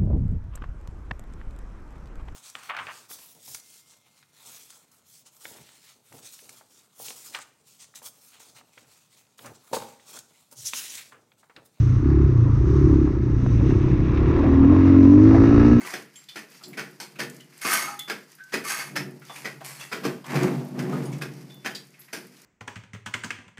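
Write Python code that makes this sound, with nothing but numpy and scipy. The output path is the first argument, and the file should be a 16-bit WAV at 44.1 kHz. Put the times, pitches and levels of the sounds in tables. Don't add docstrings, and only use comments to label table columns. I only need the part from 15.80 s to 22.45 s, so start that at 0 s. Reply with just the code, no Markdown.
import sys
import numpy as np
from scipy import signal
from scipy.fft import rfft, irfft
from scipy.io import wavfile
from scipy.ndimage import uniform_filter1d

SR = 44100
rng = np.random.default_rng(int(sys.argv[2]) if len(sys.argv) > 2 else 0)


def generate_wav(signal):
    frames = np.transpose(np.atleast_2d(signal))
    scaled = np.clip(frames, -1, 1) * 32767
    pcm = np.round(scaled).astype(np.int16)
    wavfile.write(sys.argv[1], SR, pcm)


N = 293265


def amp(db):
    return 10 ** (np.asarray(db) / 20)


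def unit_rms(x):
    return x / np.sqrt(np.mean(x ** 2) + 1e-20)


def curve_at(points, hz):
    point_hz, value = np.transpose(points)
    return np.interp(np.log(hz + 1), np.log(point_hz + 1), value)


def add(mix, start_s, sound):
    part = mix[round(start_s * SR):][:len(sound)]
    part += sound[:len(part)]


def colour(x, spectrum, lo_hz=0, hi_hz=SR):
    hz = np.fft.rfftfreq(len(x), 1 / SR)
    gain = amp(curve_at(spectrum, hz))
    gain /= np.sqrt(np.mean(gain ** 2 * (hz > 800) * (hz < 3500)))
    band = 1 / (1 + (lo_hz / (hz + 1)) ** 6) / (1 + (hz / hi_hz) ** 6)
    return irfft(rfft(x) * gain * np.sqrt(band), len(x))


def ring(x, modes, chance_db=0):
    out = np.zeros(len(x))
    for hz, width_hz, db in modes:
        radius = np.exp(-np.pi * width_hz / SR)
        pole = radius * np.exp(2j * np.pi * hz / SR)
        gain = amp(db + chance_db * rng.standard_normal())
        out += gain * signal.lfilter([np.sqrt(1 - radius)], [1, -pole], x).real
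    return out


def grit(count, grain_db, grain_samples):
    strength = unit_rms(uniform_filter1d(rng.standard_normal(count), grain_samples))
    return unit_rms(rng.standard_normal(count) * amp(grain_db * strength))


# freq_hz, level_db
DUST_SPECTRUM = [(30, -38), (75, -6), (108, -16), (152, 11.5), (362, 1.5), (611, -4.5), (2090, 3.5),
                 (3720, -6), (4840, 2), (7170, -5), (13500, -8), (15700, -15)]


def trickle(level_db=-59):
    swell_db = 3 * unit_rms(uniform_filter1d(rng.standard_normal(N), 3000))
    return amp(level_db + swell_db) * unit_rms(colour(grit(N, 1.5, 60), DUST_SPECTRUM))


# freq_hz, level_db
HEAVY_SPECTRUM = [(24, -65), (40, -39), (80, -26), (116, -61), (141, 15), (324, 13), (355, 11.5), (551, -2),
                  (622, 3), (1500, -12.5), (1950, -57)]
# pitch_hz, width_hz, level_db
CAVE_MODES = [(174.5, 2.4, 2.5), (194.6, 1.1, 7.5), (246.7, 4.6, 5.5), (294.1, 1.7, 4.5), (362.8, 4.2, 5.5),
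              (457, 3.4, -10)]
# peak_s, swell_s, t60_s, rumble_db, lowest_modes_db
TUMBLES = [(0.0, 0.05, 0.38, -41, -75), (0.88, 0.076, 1.9, -44, -51.5), (1.43, 0.2, 1.05, -43, -49.5),
           (2.04, 0.12, 1.35, -50.5, -56.5), (2.77, 0.03, 0.77, -51, -61), (3.0, 0.11, 3.7, -66.5, -70),
           (3.203, 0.3, 0.83, -36.5, -38.5), (3.75, 0.66, 2.6, -53, -49.5), (4.27, 0.096, 0.37, -26.5, -42),
           (4.55, 0.093, 0.76, -23.5, -23.5), (4.63, 0.078, 0.86, -20.5, -33),
           (4.69, 0.043, 0.76, -30, -40), (4.779, 0.076, 0.17, -41, -27.5), (5.001, 0.17, 2.1, -29, -31.5),
           (5.13, 0.12, 0.77, -26.5, -33), (5.22, 0.031, 0.48, -30, -34), (5.3, 0.079, 0.93, -38, -32),
           (6.37, 0.038, 0.84, -45.5, -56.5)]


def rumble(lowest_hz=(135.5, 149.5), rest_db=(-74, -69.5)):
    t = np.arange(N) / SR
    power = amp(rest_db)[:, None] ** 2
    for peak_s, swell_s, t60_s, *levels_db in TUMBLES:
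        shape_db = np.where(t < peak_s, -28.5 * (peak_s - t) / swell_s, -60 * (t - peak_s) / t60_s)
        power = power + (amp(levels_db)[:, None] * amp(shape_db)) ** 2
    noise = grit(N, grain_db=1, grain_samples=400)
    boom = unit_rms(ring(noise, CAVE_MODES))
    roll = amp(-3) * unit_rms(colour(noise, HEAVY_SPECTRUM, 150, 1500))
    beating = sum(0.13 * unit_rms(ring(noise, [(hz, 7, 0)]))
                  + np.sin(2 * np.pi * (hz * t + rng.random())) for hz in lowest_hz)
    return (np.sqrt(power) * [unit_rms(boom + roll), unit_rms(beating)]).sum(0)


# freq_hz, t60_s
ECHO_DECAY = [(150, 0.4), (500, 0.29), (2000, 0.32), (6000, 0.22), (14000, 0.35)]


def cave_echo(x):
    taps = np.zeros(SR // 2)
    slots = np.arange(200, len(taps) - 20, 20)
    taps[slots + rng.integers(0, 20, len(slots))] = rng.choice([-1., 1.], len(slots))
    hz, t, bands = signal.stft(taps, SR, nperseg=256)
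    decay = amp(-60 * t / curve_at(ECHO_DECAY, hz)[:, None])
    tail = signal.istft(bands * decay, SR, nperseg=256)[1]
    return signal.fftconvolve(x, tail / np.linalg.norm(tail))[:N]


def crumbs(count):
    out = np.zeros(N)
    for chip_at, tick_at, size, pitch in rng.random((count, 4)):
        add(out, chip_at * N / SR, clink(-57 + 11 * size ** 2, 1700 * 3.5 ** pitch, .9, 200))
        add(out, tick_at * N / SR, tick(-52 + 10 * size, 4000 * 3 ** pitch))
    return out


# start_s, peak_db, pitch_hz
GRIT_TICKS = [(0.066, -34, 8300), (0.106, -35, 6000), (1.4336, -33, 5040), (1.4983, -33, 7260),
              (1.565, -40, 6850), (1.7776, -35.5, 8800), (1.91, -22, 9000), (1.936, -10, 10200),
              (2.192, -23.5, 8200), (2.5172, -41.5, 6200), (2.6374, -40, 6100), (2.883, -26, 5500),
              (3.451, -39.5, 6000), (4.464, -37, 6000), (4.6319, -25.5, 5200), (5.097, -41, 6000),
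              (5.382, -43, 7000), (5.3183, -44, 8000), (5.024, -38, 9000), (6.1035, -50, 6550),
              (6.567, -46, 3500)]


def tick(peak_db, pitch_hz):
    t = np.arange(SR // 20) / SR
    snap = rng.standard_normal(len(t)) * amp(-60 * t / .025) * (1 - np.exp(-t / .0007))
    snap = colour(snap, [(1500, -30), (0.61 * pitch_hz, -8), (pitch_hz, 0), (2.6 * pitch_hz, -12)])
    return amp(peak_db) * snap / abs(snap).max()


# freq_hz, level_db
RUBBLE_SPECTRUM = [(180, -10), (300, -2), (454, -6.5), (1020, 1.5), (1230, -1), (1420, -3), (1800, -1),
                   (2160, -2), (3720, -21), (4540, -18.5), (12100, -22.5), (15700, -32)]
# pitch_hz, width_hz, level_db
BLADE_MODES = [(1245, 45, 0), (1545, 30, -4), (1780, 60, -4), (2165, 50, 0), (2546, 60, -7), (4610, 70, -8),
               (5550, 50, -10), (6050, 45, -11), (6471, 37, -5), (9600, 100, -11), (11090, 60, -10)]
# start_s, swell_s, hold_s, level_db, fade_db_per_s, hiss_db, steel_db (both re level)
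SLIDES = [(0.0, 0.0024, 0.036, -48, 119, -2.5, -2), (0.047, 0.022, 0.036, -43.5, 155, -0.5, -17),
          (1.809, 0.0068, 0.031, -49.5, 201, 10.5, 9.5), (1.838, 0.083, 0.027, -33.5, 109.5, 6.5, 7),
          (2.835, 0.071, 0.016, -40.5, 141, 8.5, 7), (2.956, 0.03, 0.03, -43.5, 175, 3, 3.5),
          (3.5, 0.065, 0.0055, -52.5, 75, 5.5, -40), (3.835, 0.0064, 0.01, -50.5, 60, 10, -57),
          (3.991, 0.021, 0.0058, -47, 202, 3.5, -40.5), (4.45, 0.063, 0.13, -36.5, 141, -10.5, -40),
          (4.94, 0.21, 0.025, -46, 111, -59, -34)]


def slide(swell_s, hold_s, level_db, fade_db_per_s, hiss_db, steel_db):
    t = np.arange(0, swell_s + hold_s + 26.5 / fade_db_per_s, 1 / SR)
    fading_s = np.maximum(t - swell_s - hold_s, 0)
    envelope_db = level_db - 10 * np.maximum(1 - t / swell_s, 0) - fade_db_per_s * fading_s
    noise = grit(len(t), grain_db=3.5, grain_samples=90)
    steel = unit_rms(sum(ring(grit(len(t), 4, 700), [mode], chance_db=1) for mode in BLADE_MODES))
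    clink_hz = 4200 * 3 ** rng.random(18) ** 1.5
    clinks = sum(ring(grit(len(t), 6, 500), [(hz, 100, 0)]) for hz in clink_hz)
    body = colour(noise, RUBBLE_SPECTRUM, hi_hz=3700)
    hiss = unit_rms(colour(noise, RUBBLE_SPECTRUM, lo_hz=3700)) + .6 * unit_rms(clinks)
    hiss = unit_rms(colour(hiss, [(4000, 0), (15000, 0.2 * hiss_db)]))
    hiss *= amp(hiss_db - 24 * fading_s)
    return amp(envelope_db) * (body + amp(steel_db) * steel + hiss) * signal.windows.tukey(len(t), .08)


# start_s, level_db, pitch_hz, clack_share, roughness_hz
CLINKS = [(0.047, -30.5, 1860, 0.9, 400), (0.3554, -36, 3040, 0.3, 270), (0.356, -34.5, 7440, 0.5, 38),
          (0.486, -30, 3480, 0.56, 30), (0.722, -47, 2560, 0.1, 60), (0.81, -41, 980, 0.85, 310),
          (0.835, -29, 4830, 0.59, 320), (0.879, -41, 11100, 0.6, 35), (0.929, -33, 2100, 0.7, 200),
          (1.355, -39, 1980, 0.95, 300), (1.599, -38.5, 2690, 0.73, 240), (1.813, -32, 2130, 0.06, 410),
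          (1.908, -18, 1250, 0.4, 40), (1.924, -23, 2150, 1, 36), (2.082, -27.5, 819, 0.44, 19),
          (2.074, -20.5, 1266, 0.17, 35), (2.19, -24, 3452, 0.34, 21), (2.583, -38.5, 1574, 0.28, 110),
          (2.598, -34, 1530, 0.14, 23), (2.853, -22, 1173, 0.1, 66), (2.9, -21, 1558, 0.28, 29),
          (3.416, -40.5, 1660, 0.86, 350), (3.4935, -37.5, 3480, 0.4, 14), (3.495, -30.5, 916, 0.8, 390),
          (3.557, -30, 2370, 0.6, 250), (3.807, -33.5, 860, 0.98, 380), (4.002, -32, 3350, 0.3, 53),
          (4.012, -29, 2670, 0, 90), (4.441, -35.5, 1050, 0.94, 290), (5.129, -22.5, 1247, 0.06, 370),
          (5.232, -41, 8800, 0.4, 200), (5.252, -34, 6360, 0.66, 300), (5.325, -34.5, 2270, 0.64, 120),
          (5.325, -38, 5400, 0.7, 150), (5.6979, -42.5, 3490, 0.47, 11), (5.948, -22.5, 4730, 0.57, 260),
          (6.137, -43, 2310, 0.45, 300), (6.193, -32, 11500, 0.26, 500), (6.281, -46, 1670, 0.9, 320)]


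def clink(level_db, pitch_hz, clack_share, roughness_hz):
    t = np.arange(SR // 3) / SR
    tap = rng.standard_normal(len(t)) * amp(-60 * t / 0.15) * (1 - np.exp(-t / .002))
    clack_hz = np.clip(pitch_hz * np.exp(0.247 * rng.standard_normal(9)), 300, 15000)
    clack = ring(tap, [(hz, 90 + .03 * hz, 0) for hz in clack_hz], chance_db=3)
    clack += 0.19 * colour(tap, RUBBLE_SPECTRUM, lo_hz=1800)
    blur_hz = pitch_hz + 90 + roughness_hz * rng.uniform(-1, 1, (4, 1))
    blur = min(.12 + roughness_hz / 300, .8) * np.sin(2 * np.pi * blur_hz * t).sum(0)
    tone = np.sin(2 * np.pi * pitch_hz * t) + blur
    t60_s = 0.11 + 4 / roughness_hz
    tone = tone / abs(tone[:900]).max() * amp(-60 * t / t60_s) * (1 - np.exp(-t / 0.0026))
    return amp(level_db) * ((1 - clack_share) * tone + clack_share * clack / abs(clack).max())


# freq_hz, level_db
ROCK_SPECTRUM = [(100, 25), (404, 2.5), (885, -4), (1740, -2), (2290, 1.5), (2500, -1), (2830, -8),
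                 (4060, -11), (5130, -3.5), (6890, -17), (14500, -19.5), (15700, -69)]
# pitch_hz, width_hz, level_db
WALL_MODES = [(270, 78, -2), (374, 120, 1), (433, 23, -2)]
# pitch_hz, width_hz, level_db
PICK_MODES = [(1484, 140, -2), (2500, 74, -3.5), (3103, 51, -10.5), (4975, 46, -9), (6080, 87, -9)]
# start_s, level_db, thud_db, grit_db (both re level),
# pitch_hz, crush_s, first_force (0-1), crack_db (re full force)
PICK_BLOWS = [(0.131, -38, 0, -9.5, 1700, 0.0082, 0.84, -1),
              (0.556, -40.5, -2, -13, 1770, 0.015, 0.98, -23),
              (0.970, -38.5, 0.5, -13.5, 1760, 0.025, 0.84, -3.5),
              (1.200, -41.5, -9, 1.5, 895, 0.0017, 1, -13),
              (1.387, -34.5, 0.5, -8.5, 1740, 0.018, 0.69, -18), (1.847, -31, -2, -36, 1150, 0.0018, 1, -9),
              (2.277, -35, 0, -12.5, 1610, 0.023, 0.48, -1), (2.721, -31, 3.5, -14, 1810, 0.018, 0.36, 0),
              (3.155, -33.5, -9, -7.5, 1770, 0.013, 1, -6), (3.644, -36.5, -5, -18.5, 1930, 0.01, 1, 1),
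              (4.114, -33.5, 1, -16, 1460, 0.016, 0.72, -12), (4.233, -36, 10, -10.5, 1130, 0.019, 0.67, 0),
              (4.552, -40.5, 7.5, -10, 2400, 0.0051, 0.7, 5), (4.981, -44, 2, -9.5, 1640, 0.011, 0.4, 3.5),
              (5.411, -40.5, 0, -14, 1580, 0.011, 1, 3), (5.845, -34, -3.5, -18, 1730, 0.015, 0.75, 1),
              (6.328, -38.5, -2, -3, 1550, 0.0041, 1, -15)]


def pick_blow(level_db, thud_db, grit_db, pitch_hz, crush_s, first_force, crack_db):
    t = np.arange(SR // 3) / SR
    split, from_split_s = t >= crush_s, abs(t - crush_s)
    pressing = first_force + (1 - first_force) * (t / crush_s) ** 6
    release = amp(-60 * from_split_s / 0.2) + amp(crack_db) * np.exp(-from_split_s / .0075)
    force = np.where(split, release, pressing) * (1 - np.exp(-t / .003))
    snap = amp(crack_db + 9) * split * np.exp(-from_split_s / .0001)
    noise = grit(len(t), grain_db=2.5, grain_samples=70)
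    crushing = noise * force
    crunch = colour(noise, ROCK_SPECTRUM, 650, 3700) * force
    flake_modes = [(hz, 130, 0) for hz in 4200 * 2.6 ** rng.random(8) ** 1.5]
    fine_grit = unit_rms(colour(noise, ROCK_SPECTRUM, lo_hz=3700)) * force
    fine_grit += .3 * ring(crushing, flake_modes, chance_db=3)
    knock = ring(crushing + snap, [(pitch_hz, 150, 3)])
    knock += amp(-3) * ring(crushing + snap, PICK_MODES, chance_db=3)
    wall = unit_rms(colour(noise, ROCK_SPECTRUM, 263, 540)) + 1.3 * unit_rms(ring(noise, WALL_MODES))
    thud = unit_rms(wall) * (1 - np.exp(-t / 0.0018)) * amp(thud_db - 60 * t / 0.41)
    thud *= np.where(split, 1 - (1 - first_force ** 2) * np.exp(-from_split_s / 0.003), first_force ** 2)
    thud += amp(thud_db + 3.5) * ring(snap, WALL_MODES)
    return amp(level_db) * (amp(-1.5) * crunch + amp(grit_db) * fine_grit + amp(-0.5) * knock + thud)


def scene():
    work = crumbs(count=50)
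    sources = (PICK_BLOWS, pick_blow), (CLINKS, clink), (GRIT_TICKS, tick), (SLIDES, slide)
    for table, sound in sources:
        for start_s, *row in table:
            add(work, start_s, sound(*row))
    return (work + amp(-6.5) * cave_echo(work) + rumble() + trickle())[None]


def record(dry):
    bass_cut_hz, top_hz, ceiling = 124, 15550, .45
    bass_cut = signal.cheby1(6, .5, bass_cut_hz, "high", fs=SR, output="sos")
    mic = signal.sosfilt(bass_cut, dry) + amp(-20) * dry
    bass = signal.sosfilt(signal.butter(2, 500, fs=SR, output="sos"), mic)
    lopsided = 0.4 * signal.sosfilt(signal.butter(1, 25, "high", fs=SR, output="sos"), bass ** 2)
    amplified = ceiling * np.tanh(mic / ceiling) + lopsided
    band_limit = signal.firwin(511, top_hz, window=("kaiser", 9), fs=SR)
    return signal.oaconvolve(amplified, band_limit[None], "same")


dry = scene()
out = record(dry)
generate_wav(out)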